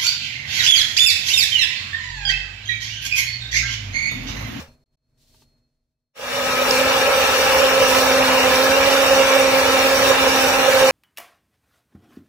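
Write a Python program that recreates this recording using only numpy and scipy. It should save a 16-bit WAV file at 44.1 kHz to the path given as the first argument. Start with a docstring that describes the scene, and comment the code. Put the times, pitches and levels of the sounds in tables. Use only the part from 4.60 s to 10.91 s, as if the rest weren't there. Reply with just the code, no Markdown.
"""On a kitchen counter, a hand blender purees vegetables in a plastic beaker: a short burst is faded out,
the quiet room is faded in and out while a hand brushes and taps the beaker, then a long run is faded in.
Sine waves make the motor shaft's hum, filtered noise makes the ringing beaker, churning puree, hiss and rumble.
Short tones make hard bits ticking on the wall; the room is soft noise with steady tones and a thin whine.
Brief narrow gaps are left in the treble heard with the blender, and the sound cuts out twice before the run."""
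import sys
import numpy as np
from scipy import signal
from scipy.fft import rfft, irfft, next_fast_len
from scipy.io import wavfile
from scipy.ndimage import uniform_filter1d, map_coordinates

SR = 44100
rng = np.random.default_rng(int(sys.argv[2]) if len(sys.argv) > 2 else 0)


def unload_audio(sound):
    """Save the sound as a 16-bit wav file, at the path given as the first command line argument."""
    columns = np.transpose(np.atleast_2d(sound))
    # keep every value between -1 and 1, then stretch to whole-number steps
    steps = np.round(np.clip(columns, -1, 1) * 32767)
    wavfile.write(sys.argv[1], SR, steps.astype(np.int16))


def voltage_ratio(level):
    """Linear amplitude factor for a level in decibels (scalar or array-like)."""
    return 10 ** (np.asarray(level, float) / 20)


N = 278271

# Turning speed of the shaft, dragged by the puree: (time [s], speed [turns per s])
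SHAFT_SPEED = [(1.56, 238), (1.78, 253), (2.08, 255.5), (2.26, 263.7), (2.42, 265.8), (2.65, 263.5),
               (3.1, 264), (3.4, 261.2), (3.86, 259.8), (4.0, 262), (4.18, 271.3), (4.32, 271.6),
               (4.52, 268.5), (4.9, 266), (5.3, 266.2), (6.31, 263.9)]
# Hum of the shaft, orders being multiples of its speed: (order, level heard from above [dB],
# level heard from the side [dB], power of the run's fade-in that it follows)
SHAFT_HUM = [(1, -29.5, -30, 1.54), (2, -23, -22.5, 2.8), (3, -34, -32, 2.9), (4, -37.5, -35, 1.2),
             (5, -30, -32, 1.16)]
# An order of the hum grows or sinks for a while: (order, time [s], half length [s], change [dB])
HUM_CHANGES = [(1, 2.2, 0.11, 4), (1, 2.69, 0.45, -10), (1, 3.67, 0.19, 1.5), (1, 6.17, 0.28, -5),
               (2, 3.22, 0.29, 3), (2, 4.67, 0.22, 5.5), (2, 6.2, 0.16, 3.5), (2, 7.4, 0.077, 3),
               (3, 5.96, 0.23, 4), (5, 1.95, 0.12, 6), (5, 5.6, .2, 0)]
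# Moments where the beaker's ring booms up or drops away: (time [s], change [dB])
RING_BOOMS = [(1.59, 7), (1.83, 5), (2.02, 9), (2.13, 6), (2.49, 8), (2.7, -21), (3.038, 6.5), (3.23, 9),
              (3.67, -36), (4.66, 5), (4.78, 6), (4.94, 6.5), (5.39, 2), (5.511, 11.5), (5.94, -20),
              (6.1, 10), (6.24, 14)]
# Resonances of the beaker: (frequency [Hz], width [Hz], relative level [dB])
BEAKER_RESONANCES = [(494.3, 84, 1), (544.9, 26, 2), (549, 25, -4)]
# Rises and dips in the colour of churn and hiss: (frequency [Hz], width [Hz], change [dB])
RISES_AND_DIPS = [(820, 49, 0.5), (1260, 80, 2.5), (1670, 170, 5.5), (2120, 60, -3.5), (2340, 180, 6),
                  (2773, 426, 7), (3200, 154, -5), (3718, 107, 7.5), (4390, 66, -1), (4235, 54, 5),
                  (4700, 29, 8), (4900, 110, -3.5), (5750, 430, 6), (6320, 170, -8), (6910, 81, 5.5),
                  (8480, 150, 5), (8700, 200, -3.5), (9270, 260, -5), (12230, 400, 1), (14100, 400, -4),
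                  (14700, 480, 10.5)]
# Tone colour of the churning puree: (frequency [Hz], relative level [dB])
CHURN_COLOUR = [(150, -32.5), (250, -18.5), (344, -19.5), (536, -3), (675, -14), (806, -8.5), (2330, -15),
                (3500, -16), (4550, -36), (7700, -120)]
# Tone colour of the housing's hiss: (frequency [Hz], relative level [dB])
HISS_COLOUR = [(2000, -28), (3000, -7.5), (4000, -2.5), (5500, -1.5), (7500, -9), (10000, -10),
               (12000, -13), (13500, -11.5), (15300, -15.5)]
# Tone colour of the shaking counter: (frequency [Hz], relative level [dB])
RUMBLE_COLOUR = [(15, -41), (25, -17), (59, 1), (156, -2), (220, -3.5), (230, -0.5), (300, -16),
                 (510, -120)]
# Hard bits hitting the wall: (time [s], level before the 5 dB boost and soft onset [dB], frequency [Hz])
HARD_BITS = [(2.11, 3, 5370), (3.9584, -6, 5360), (4.0272, -5, 4100), (4.6773, -23, 5750),
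             (4.8434, -9, 5830), (5.192, -5, 5700)]
# How alike left and right are in the noises: (frequency [Hz], likeness [0 to 1])
LIKENESS = [(60, 1), (180, 0.88), (550, 0.72), (1400, 0.31), (3000, 0.43), (7000, 0.2), (15000, 0.1)]
# Left over right at the two microphone ports: (frequency [Hz], difference [dB])
PORT_TILT = [(60, -1.5), (110, 2), (200, -5.5), (380, -4), (700, -5.5), (1290, -2.5), (2380, -1.5),
             (4400, 2), (8120, -5.5), (15000, 5.5)]
# How far the left port leads the right: (frequency [Hz], lead [radians])
PORT_LEAD = [(0, 0), (1640, -0.25), (3190, -2.5), (3530, -2.5), (4650, -0.75), (5510, -4.5), (5860, -7.5),
             (8610, -3.5), (9220, -9.5), (9820, 6.5), (11500, 17), (13300, 8), (14000, 3.5), (15900, 6)]
# The quiet room's fades: (time [s], level of the room tone [dB], level of the whine [dB])
KITCHEN_LEVELS = [(.08, -48, -70), (.12, -55.5, -65), (.235, -63.5, -80), (.265, -81, -84),
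                  (.345, -69, -79), (.38, -84, -90), (.5, -70, -85), (.73, -61, -72), (.83, -62, -67),
                  (1.0, -66, -75), (1.1, -74, -82), (1.25, -79, -96), (1.54, -88, -97)]
# Tone colour of the room: (frequency [Hz], relative level [dB])
ROOM_COLOUR = [(15, -29), (25, 0.5), (80, -9.5), (145, -5.5), (190, -26), (243, -14), (331, -22),
               (624, -24), (728, -29), (2500, -38), (3250, -80), (5500, -120)]
# Steady tones of an appliance: (frequency [Hz], level over the room tone [dB])
APPLIANCE_TONES = [(242, -8), (480, -22), (635, -15.5), (2600, -28)]
# Tone colour of the rustling hand: (frequency [Hz], relative level [dB])
RUSTLE_COLOUR = [(880, -41), (1500, -15), (1610, -15), (3910, -1.5), (4230, 0), (9510, -9), (15500, -12)]
# Fingers on the beaker: (time [s], level [dB])
FINGER_TAPS = [(0.744, -57), (0.821, -56)]
# Ring of the tapped wall: (frequency [Hz], level within a tap [dB], time to fall 60 dB [s])
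WALL_RING = [(400, -4, .05), (904, 0, .05), (1170, -6, .04), (1600, -8, 0.046), (1950, -12, .035),
             (2611, -7, .035), (3100, -8, .035)]
# The sound cuts out briefly: (start [s], end [s])
CUTS = [(.24, .26), (.356, .373)]


def unit(x):
    """Scales a sound to an average (rms) strength of 1."""
    return x / np.sqrt(np.mean(x ** 2) + 1e-20)


def along(points, hz):
    """Reads a (frequency, value) table, in straight lines on a log frequency axis."""
    f, v = np.transpose(points)
    return np.interp(np.log(hz + 1), np.log(f + 1), v)


def curves(rows):
    """Gives one value per sample for each column after the time."""
    times, *columns = np.transpose(rows)
    return [np.interp(np.arange(N) / SR, times, column) for column in columns]


def wobble(rate):
    """A smooth random curve with rate random points a second."""
    points = rng.standard_normal(int(N * rate / SR) + 4)
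    return map_coordinates(points, [np.arange(N) * rate / SR])


def bumps(rows):
    """Adds up rounded rises and dips, given as (time [s], half length [s], change [dB])."""
    t = np.arange(N) / SR
    return sum(db * np.exp(-((t - s) / half) ** 2) for s, half, db in rows)


def filtered(x, response):
    """Changes the strength and phase of each frequency by a response."""
    m = next_fast_len(N + SR // 2)
    return irfft(rfft(x, m) * response(np.fft.rfftfreq(m, 1 / SR)), m)[..., :N]


def patches(shape, bands, frames):
    """Random values smoothed over neighbouring frequency bands and time frames, rms 1."""
    field = uniform_filter1d(rng.standard_normal(shape), size=bands, axis=0)
    return unit(uniform_filter1d(field, size=frames, axis=1))


def pair(patchy_db):
    """Left and right noise, more alike in the bass than in the treble, with patches of random gain."""
    z = signal.stft(rng.standard_normal((2, N)), nperseg=1024)[2]
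    patchy = z * voltage_ratio(patchy_db * patches(z.shape[1:], bands=4, frames=4))
    both = signal.istft(patchy, nperseg=1024)[1][:, :N]

    def shares(hz):
        # The shared and opposite parts are mixed so that left and right get the wanted likeness.
        turn = np.arccos(np.clip(along(LIKENESS, hz), -1, 1)) / 2
        return np.array([np.cos(turn), np.sin(turn)])

    mid, side = filtered(both, shares)
    return np.array([mid + side, mid - side])


def coloured(x, colour, changes=()):
    """Gives a sound a tone colour with rounded rises and dips, then an rms of 1."""
    def response(hz):
        change = sum(db / (1 + (2 * (hz - centre) / width) ** 2) for centre, width, db in changes)
        return voltage_ratio(along(colour, hz) + change)
    return unit(filtered(x, response))


def struck(rows, ring):
    """Adds one ring at each row's time."""
    out = np.zeros(N + SR)
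    for row in rows:
        sound = ring(*row[1:])
        out[round(row[0] * SR):][:len(sound)] += sound
    return out[:N]


def shaft_hum(angle, run, lowered, booms_db):
    """The turning shaft hums at multiples of its speed; the second also follows the beaker's booms."""
    hum = np.zeros(N)
    for order, above_db, side_db, fade_power in SHAFT_HUM:
        db = above_db + (side_db - above_db) * lowered
        db = db + bumps([row[1:] for row in HUM_CHANGES if round(row[0]) == order])
        db = db + 1.34 * wobble(4.08) + 1.24 * wobble(18)
        if order == 2:
            db = db + 0.39 * booms_db  # this order lies inside the beaker's ring
        wave = np.sqrt(2) * np.sin(int(order) * angle + rng.uniform(0, 2 * np.pi))
        hum += run ** fade_power * voltage_ratio(db) * wave
    return hum


def beaker_ring(booms_db):
    """The beaten puree rings the beaker: unsteady noise passes its resonances and booms up or drops."""
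    def resonance(hz):
        total = sum(voltage_ratio(db) * 1j * hz * width / (centre ** 2 - hz ** 2 + 1j * hz * width)
                    for centre, width, db in BEAKER_RESONANCES)
        return total ** 2  # squaring makes the ring narrower
    noise = pair(patchy_db=2.0) * voltage_ratio(1.4 * wobble(30))
    return voltage_ratio(-25 + booms_db) * unit(filtered(noise, resonance))


def blade_pulse(angle, once, twice):
    """The two blades make noise pulse once and twice per turn of the shaft."""
    return 1 + once * np.cos(angle) + twice * np.cos(2 * angle)


def puree_churn(angle, surge):
    """The churning puree is coloured noise that pulses with the blades."""
    noise = pair(patchy_db=2.0) * blade_pulse(angle, 0.2, 0.22)
    gain = voltage_ratio(-17 + 0.075 * surge + 0.13 * wobble(4.58))
    return gain * coloured(noise, CHURN_COLOUR, RISES_AND_DIPS)


def housing_hiss(angle, surge):
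    """The housing hisses: bright noise pulses with the blades and flutters in level."""
    noise = pair(patchy_db=2.0) * blade_pulse(angle, 0.098, 0.15)
    gain = voltage_ratio(-22 + 0.86 * surge + 0.75 * wobble(45))
    return gain * coloured(noise, HISS_COLOUR, RISES_AND_DIPS)


def counter_rumble(burst, run):
    """The shaking counter rumbles as low noise; the burst shakes it harder."""
    strength = burst * voltage_ratio(13) + run
    gain = strength * voltage_ratio(-38.5 + 2.2 * wobble(12))
    return gain * coloured(pair(patchy_db=1.5), RUMBLE_COLOUR)


def treble_gaps(x):
    """Leaves brief narrow gaps in the treble at random, the same on left and right."""
    depth_db, edge, from_hz = 26, 0.7, 2600  # depth: loss per unit that chance falls below -edge
    hz, _, z = signal.stft(x, SR, nperseg=1024)
    chance = patches(z.shape[1:], bands=3, frames=7)
    gaps_db = depth_db * np.minimum(chance + edge, 0) * (hz[:, None] > from_hz)
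    return signal.istft(z * voltage_ratio(gaps_db), SR, nperseg=1024)[1][:, :N]


def blender():
    """One motor drives hum, ring, churn, hiss and rumble: noise alone in the burst, all in the run."""
    t = np.arange(N) / SR
    # The burst starts 19.5 dB under the full level and is faded out by 249 dB per second.
    burst = voltage_ratio(-19.5 - 249 * t) * (t < 0.21)
    run_starts_s, toe_s, fade_in_s = 1.552, 0.004, 0.38  # toe: the soft first moment
    since_start_s = toe_s * np.logaddexp(0, (t - run_starts_s) / toe_s)
    run = 1 - np.exp(-since_start_s / fade_in_s)
    level = burst + run
    # From 2.9 to 3.6 s the microphone sinks from above the beaker to its side.
    lowered = np.interp(t, (2.9, 3.6), [0, 1])
    angle = 2 * np.pi * np.cumsum(curves(SHAFT_SPEED)[0] + 1.141 * wobble(25)) / SR
    booms_db = bumps([(s, 0.02, db) for s, db in RING_BOOMS]) + 0.78 * wobble(12)
    surge = wobble(9)  # lumps passing the blades
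    hum = shaft_hum(angle, run, lowered, booms_db)
    body = hum + level * (beaker_ring(booms_db) + puree_churn(angle, surge))
    # Left over right goes from 2.5 to 1 dB as the microphone sinks, swaying a little.
    sway = voltage_ratio(np.interp(lowered, [0, 1], (2.5, 1)) + 0.51 * wobble(5.3))
    body = body * sway ** np.array([[0.5], [-0.5]])
    hiss = level * housing_hiss(angle, surge)
    return treble_gaps(body + hiss + counter_rumble(burst, run))


def hard_bits():
    """Hard bits tick against the beaker wall: short tones start softly and die away fast."""
    t = np.arange(SR // 100) / SR

    def tick(db, hz):
        fade = voltage_ratio(db + 5 - 60 * t / 0.0048)  # falls 60 dB in 4.8 ms
        onset = 1 - np.exp(-t / 0.00053)
        return fade * onset * np.sin(2 * np.pi * hz * t)

    return struck(HARD_BITS, tick)


def counter_thrum():
    """The counter still rings from the short burst: a low tone dies away."""
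    hz, db, t60_s = 79, -33.5, 0.22  # t60: time to fall 60 dB
    t = np.arange(N) / SR
    return voltage_ratio(db - 60 * t / t60_s) * np.sin(2 * np.pi * hz * t)


def hand_rustle(room_gain):
    """A hand brushes the beaker with bright noise; a faint rustle also follows the room tone."""
    t = np.arange(N) / SR
    start_s, end_s, attack_s, release_s = 0.572, 0.83, 0.012, 0.015
    rise = np.clip((t - start_s) / attack_s, 0, 1)
    stroke = rise * np.exp(-np.maximum(t - end_s, 0) / release_s)
    stroke_level = voltage_ratio(np.interp(t, (start_s, end_s), (-68.5, -63.5)))
    gain = stroke * stroke_level + room_gain * voltage_ratio(-14)
    return gain * voltage_ratio(1.9 * wobble(40.6)) * coloured(pair(patchy_db=0.0), RUSTLE_COLOUR)


def finger_taps():
    """Fingers tap the beaker: each tap rings the wall's tones under a fading scuff of noise."""
    t = np.arange(SR // 10) / SR

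    def tap(db):
        ring = sum(voltage_ratio(tone_db + rng.normal(0, 2) - 60 * t / t60_s) * np.sin(2 * np.pi * hz * t)
                   for hz, tone_db, t60_s in WALL_RING)
        scuff = uniform_filter1d(rng.standard_normal(len(t)), size=9) * voltage_ratio(-1 - 60 * t / 0.07)
        return voltage_ratio(db) * (ring + scuff)

    return struck(FINGER_TAPS, tap)


def kitchen():
    """The quiet room, faded in and out: soft noise with an appliance's tones, a thin whine, and the hand."""
    t = np.arange(N) / SR
    heard = (t >= KITCHEN_LEVELS[0][0]) * (t < KITCHEN_LEVELS[-1][0])
    room_gain, whine_gain = voltage_ratio(curves(KITCHEN_LEVELS)) * heard
    tones = sum(voltage_ratio(db + 2.5 * wobble(19)) * np.sin(2 * np.pi * hz * t) for hz, db in APPLIANCE_TONES)
    room = room_gain * (coloured(pair(patchy_db=0.5), ROOM_COLOUR) + tones)
    whine_wave = np.sin(2 * np.pi * 4269 * t + 0.5 * wobble(39.4))
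    whine = whine_gain * voltage_ratio(2.5 * wobble(29.6)) * whine_wave
    return room + whine + hand_rustle(room_gain) + finger_taps()


def scene():
    """Blender, hard bits and thrum get the left-right difference of the two ports; the room is added."""
    def ports(hz):
        half_tilt = voltage_ratio(along(PORT_TILT, hz) / 2)
        half_lead = np.exp(0.5j * np.interp(hz, *np.transpose(PORT_LEAD)))
        return (half_tilt * half_lead) ** np.array([[1], [-1]])  # left, then its inverse on the right
    return filtered(blender() + hard_bits() + counter_thrum(), ports) + kitchen()


def top_cut(x):
    """Nothing passes above the cut-off."""
    return signal.sosfilt(signal.butter(12, 16400, fs=SR, output="sos"), x)


def record(dry):
    """Cuts the sound out twice and removes the highest treble."""
    t = np.arange(N) / SR
    cut = sum((t > start) & (t < end) for start, end in CUTS)
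    gate = 1 - uniform_filter1d(1. * cut, size=150)  # softened edges
    # The treble fades out over the last 150 Hz below 15800 Hz.
    mix = filtered(dry * gate, lambda hz: np.clip((15800 - hz) / 150, 0, 1))
    return top_cut(mix)


dry = scene()
out = record(dry)
unload_audio(out)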